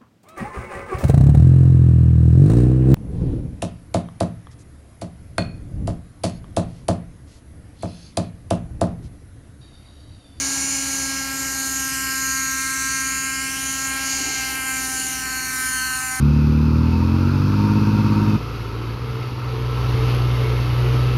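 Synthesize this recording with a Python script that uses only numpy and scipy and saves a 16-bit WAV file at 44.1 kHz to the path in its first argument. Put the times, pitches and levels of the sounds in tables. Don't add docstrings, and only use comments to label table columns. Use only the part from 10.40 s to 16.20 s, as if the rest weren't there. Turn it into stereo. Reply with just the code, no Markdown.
import sys
import numpy as np
from scipy import signal
from scipy.fft import rfft, irfft
from scipy.io import wavfile
from scipy.ndimage import uniform_filter1d

SR = 44100
rng = np.random.default_rng(int(sys.argv[2]) if len(sys.argv) > 2 else 0)


def generate_wav(sig):
    pcm = np.round(np.clip(np.atleast_2d(sig).T, -1, 1) * 32767).astype(np.int16)
    wavfile.write(sys.argv[1], SR, pcm)


N = 255780
T = np.arange(N) / SR

# t/s, f/Hz
CRANK_SPEED = [(0, 271.5), (.45, 271.3), (.8, 269.4), (1.3, 267.5), (1.65, 266.3), (2.1, 265.7),
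               (2.8, 266.1), (3.3, 267.1), (3.77, 267), (3.85, 264.8), (4.3, 263.1), (5.05, 258.7),
               (5.4, 257.9), (5.8, 257.7)]
# t/s, relative level/dB
FIRING_NOTE = [(0.0, -36), (0.71, -34.5), (2.54, -39.5), (3.83, -36.5), (3.84, -44), (4.44, -37.5),
               (5.02, -44.5), (5.2, -43.5), (5.8, -52)]
# t/s, level/dB
WHINE_LEVEL = [(0.0, -41), (0.14, -38.5), (0.37, -41.5), (0.74, -35.5), (1.37, -35), (1.55, -32),
               (2.45, -31.5), (3.21, -35), (3.58, -31.5), (3.83, -37), (4.35, -33.5), (4.57, -36.5),
               (4.65, -40.5), (4.93, -33.5), (5.04, -36.5), (5.23, -32.5), (5.54, -32.5), (5.8, -34)]
# crank harmonic, level re whine/dB, gain near the ground/dB, gain with speed sag/(dB/Hz)
CHAMBER_TONES = [(4, -8, -0.5, 0.13), (5, -1.66, -0.5, -0.03), (6, 2.84, 2, 0.2948), (7, -6.5, -4.5, 0.39)]
# crank harmonic, relative level/dB
EDGE_TONES = [(8, 1.85), (9, -2), (10, -3.5), (11, -3), (12, -7)]
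# t/s, relative edge level/dB, relative rasp level/dB
EXHAUST_LEVELS = [(0, -46, -27), (.65, -44, -28), (.9, -43.5, -28), (1.8, -41.5, -27.5), (2.5, -37.5, -27),
                  (2.95, -38.5, -30.5), (3.3, -36, -28), (3.57, -36, -27.5), (3.72, -38.5, -24.5),
                  (4.25, -34.5, -30), (4.62, -38, -27.5), (4.85, -41, -31.5), (5.3, -36.5, -30.5),
                  (5.8, -40.5, -33)]
# f/Hz, width/Hz, relative level/dB
MUFFLER_MODES = [(1680, 200, -6.5), (2270, 276, 2), (2830, 410, -1.5), (4397, 860, 0), (5140, 256, 0.5),
                 (5955, 950, 2), (6797, 870, 6.5), (7470, 480, 1), (8350, 510, -2), (9385, 860, 4),
                 (10950, 890, 2), (12400, 1700, 0), (14200, 14000, -16.5)]
# t/s, gain/dB
OUTLET_BEAM = [(0, -7.5), (.65, -4), (1.6, -2), (2.3, -3.5), (3.2, -1.5), (3.8, -6), (4.25, 0.5),
               (4.62, -1), (5.27, 3), (5.8, 2.5)]
# start/s, end/s, f/Hz, width per filter stage/Hz, crest level before ground echo/dB
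WHISTLE_BEAMS = [(-.3, .8, 9350, 500, -38), (0, 2.1, 5090, 130, -47), (.7, 2.4, 11480, 350, -38),
                 (2.1, 3.9, 9580, 220, -41), (4.3, 4.9, 9450, 300, -39), (4.5, 5.45, 5720, 130, -43),
                 (5.1, 5.45, 9450, 300, -36), (5.4, 6, 9350, 300, -38), (4.7, 5.2, 4400, 160, -41),
                 (5.2, 5.65, 4400, 140, -37.5)]
# rotor harmonic, amplitude level/dB
MAIN_TONES = [(2, -44.5), (3, -71), (4, -47), (6, -52.5), (8, -56.5), (10, -76)]
# rotor harmonic, amplitude level/dB
TAIL_TONES = [(1, -60), (2, -47.5), (4, -64)]
# peak t/s, level/dB, rise/s, fade/s
WAKE_BITES = [(3.89, -37, 0.096, 0.1), (4.16, -41, 0.063, 0.082), (4.6, -47, 0.23, .7)]
# t/s, lag/ms
ECHO_LAG = [(0, 0.0087), (.6, 0.022), (.87, 0.063), (1.05, .135), (1.42, 0.32), (1.6, 0.38), (1.8, 0.44),
            (2.3, 0.52), (3, 0.4), (3.35, 0.29), (3.48, 0.099), (3.7, 0.048), (4, 0.051), (4.35, 0.11),
            (4.55, 0.26), (5, 0.46), (5.5, 0.7), (5.8, 0.94)]
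# f/Hz, pressure ratio
GROUND_REFLECTION = [(260, 0.68), (780, 0.67), (1400, 0.1), (2150, 0.34), (3000, 0.43), (4200, 0.21),
                     (6800, 0.53), (8500, 0.18), (13000, 0.068)]
# f/Hz, phase/rad
GROUND_PHASE = [(260, 0.22), (780, 0.35), (1400, 1), (2200, -0.27), (6000, -0.14)]
# f/Hz, relative density level/dB
AIR_SPECTRUM = [(20, -6), (45, -25), (100, -8), (200, 0), (300, -9.5), (400, 2.5), (490, -11.5), (700, 0),
                (1100, 3), (2000, 3.5), (3500, -13), (15000, -19)]
# cycle harmonic, amplitude level/dB
IDLE_TONES = [(4, -55), (5, -55), (6, -49.5), (8, -54.5), (10, -62), (12, -51), (14, -53), (16, -63),
              (18, -63.5), (28, -54)]


def exhaust(turns, note_db=2.5, edge_db=-1.03, low_lag_ms=.08):
    def tone(k, db):
        return amp(db + .85 * drift(12)) * np.cos(2 * np.pi * k * turns - np.arctan(k - 6))
    lag_ms, speed_hz = curve(ECHO_LAG), curve(CRANK_SPEED)
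    sag_hz = speed_hz.max() - speed_hz
    near_ground = np.exp(-lag_ms / low_lag_ms)
    hum_db = curve(FIRING_NOTE) + note_db
    hum = tone(1, hum_db) + tone(2, hum_db - 15.5 - 11 * lag_ms)
    whine = sum(tone(k, curve(WHINE_LEVEL) + db + low_db * near_ground + db_per_hz * sag_hz)
                for k, db, low_db, db_per_hz in CHAMBER_TONES)
    third = tone(3, -52 + .9454 * sag_hz)
    edge = harmonics(turns, EDGE_TONES, waver_db=2.06, waver_hz=22)
    edge *= amp(curve(EXHAUST_LEVELS) + edge_db)
    return hum + whine + ground_echo(third + edge)


def rasp(turns, crack_db=-4, rasp_db=1.32, uneven_db=.6):
    firing = turns.astype(int)
    strength = amp(uneven_db * rng.standard_normal(firing.max() + 1))
    gas = strength[firing] * rng.standard_normal(N)
    port = np.exp(-(turns % 1) / .25)
    crack = amp(crack_db) * firing_cracks(turns)
    muffled = resonate(crack + unit((1 + port) * gas), MUFFLER_MODES)
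    heard = ground_echo(muffled, beam=1, shimmer_db=1.2, scatter_hz=600)
    shrill = ground_echo(whistles(crack + unit(gas * port) / 2), shimmer_db=1)
    return heard * amp(curve(EXHAUST_LEVELS, column=2) + rasp_db) + shrill


def firing_cracks(turns, spread_cycles=.7, waver_db=1.5, count=48):
    lag_cycles = np.cumsum(spread_cycles * rng.random(count))
    phase = (turns % 1).astype(np.float32)
    buzz = 0
    for k in range(13, count):
        gain = amp(waver_db * drift(3)) / (1 + (k / 41) ** 12)
        buzz += gain * np.cos(2 * np.pi * (k * phase - float(lag_cycles[k])))
    return unit(buzz)


def whistles(drive):
    out = np.zeros(N)
    for start, end, hz, width, db in WHISTLE_BEAMS:
        span = (T > start) & (T < end)
        swell = np.sin(np.pi * (T[span] - start) / (end - start))
        b, a = signal.iirpeak(hz, hz / width / 2, fs=SR)
        ringing = signal.lfilter(b, a, signal.lfilter(b, a, drive[span]))
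        running_rms = np.sqrt(uniform_filter1d(ringing ** 2, size=4000) + 1e-12)
        out[span] += swell * amp(db) * ringing / running_rms
    return out


def rotors(turns, main_gear=2 / 17, tail_gear=.536):
    main = harmonics(turns * main_gear, MAIN_TONES, waver_db=1.33, waver_hz=7.5)
    tail = harmonics(turns * tail_gear, TAIL_TONES, waver_db=1, waver_hz=1.5)
    return main + tail + wake(turns * main_gear)


def wake(rotor_turns):
    flutter = resonate(rng.standard_normal(N), [(302, 41, -6.5), (395, 180, -15.5), (801, 90, -8.5)])
    passing = 1 + .5 * np.cos(4 * np.pi * rotor_turns)
    bites = sum(amp(db) * np.exp(-(np.minimum(T - peak, 0) / rise) ** 2 - np.maximum(T - peak, 0) / fade)
                for peak, db, rise, fade in WAKE_BITES)
    return bites * unit(flutter * passing)


def ground_echo(x, beam=0, shimmer_db=0, scatter_hz=2500):
    hz, t, direct = signal.stft(x, SR, nperseg=1024, noverlap=768)
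    hz, lag_ms = hz[:, None], curve(ECHO_LAG, t=t)
    scattered = np.exp(-((lag_ms - .21) / .087) ** 2) * np.clip((hz - scatter_hz) / 2000, 0, 1)
    phase = 2 * np.pi * hz * lag_ms / 1000 + spectrum(GROUND_PHASE, hz)
    echo = (1 - scattered) * spectrum(GROUND_REFLECTION, hz) * np.exp(-1j * phase)
    patches = uniform_filter1d(rng.standard_normal(direct.shape), size=22, axis=0)
    patches = unit(uniform_filter1d(patches, size=18, axis=1))
    beam_db = beam * curve(OUTLET_BEAM, t=t) * np.clip((hz - 7000) / 2500, 0, 1)
    heard = direct * (1 + echo) * amp(beam_db + shimmer_db * patches)
    return signal.istft(heard, nperseg=1024, noverlap=768)[1][:N]


def trees(x, t60_s=.43, first_echo_s=.053):
    t = T[:SR]
    taps = rng.standard_normal(SR) * (rng.random(SR) < .05)
    taps *= amp(-60 * t / t60_s) * (t > first_echo_s)
    return signal.fftconvolve(x, taps / np.linalg.norm(taps))[:N]


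def air(level_db=-41):
    gain = amp(spectrum(AIR_SPECTRUM, np.fft.rfftfreq(N, 1 / SR)))
    wash = irfft(rfft(rng.standard_normal(N)) * gain, N)
    gusts = amp(.7 * drift(3))
    return amp(level_db) * gusts * unit(ground_echo(wash))


def idling_car(cycle_hz=11.8):
    cycles = cycle_hz * T + .0054 * drift(.23)
    return harmonics(cycles, IDLE_TONES, waver_db=.58, waver_hz=5.5)


def harmonics(turns, orders, waver_db, waver_hz):
    return sum(amp(db + waver_db * drift(waver_hz)) * np.cos(2 * np.pi * (k * turns + rng.random()))
               for k, db in orders)


def resonate(x, modes):
    hz = np.fft.rfftfreq(N, 1 / SR)
    power = sum(amp(db) ** 2 / (1 + ((hz - f) / (.47 * width)) ** 2) ** 2 for f, width, db in modes)
    cepstrum = irfft(np.log(power + 1e-9) / 2, N)
    causal = 2 * cepstrum * (np.arange(N) < N // 2)
    return unit(irfft(rfft(x) * np.exp(rfft(causal)), N))


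def drift(rate_hz, count=4096):
    hz = np.fft.rfftfreq(count, N / SR / count)
    slow = irfft(rfft(rng.standard_normal(count)) / (1 + (hz / rate_hz) ** 2))
    return np.interp(T, np.linspace(0, T[-1], count), unit(slow))


def curve(rows, column=1, t=T):
    rows = np.array(rows)
    return np.interp(t, rows[:, 0], rows[:, column])


def spectrum(points, hz):
    f, value = np.transpose(points)
    return np.interp(np.log(hz + 1), np.log(f + 1), value)


def amp(db):
    return 10 ** (np.asarray(db) / 20)


def unit(x):
    return x / np.sqrt(np.mean(x ** 2) + 1e-20)


def scene(jitter_turns=.00054, wander_turns=.0074, trees_db=-18):
    turns = 1 + np.cumsum(curve(CRANK_SPEED)) / SR + wander_turns * drift(23)
    engine = exhaust(turns) + rasp(turns + jitter_turns * drift(86))
    mix = engine + amp(trees_db) * trees(engine) + rotors(turns) + air() + idling_car()
    return mix[None].repeat(2, axis=0)


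def record(dry, cutoff_hz=15750):
    lowpass = signal.firwin(511, cutoff_hz, window=("kaiser", 9), fs=SR)
    return signal.oaconvolve(dry, lowpass[None], "same")


dry = scene()
out = record(dry)
generate_wav(out)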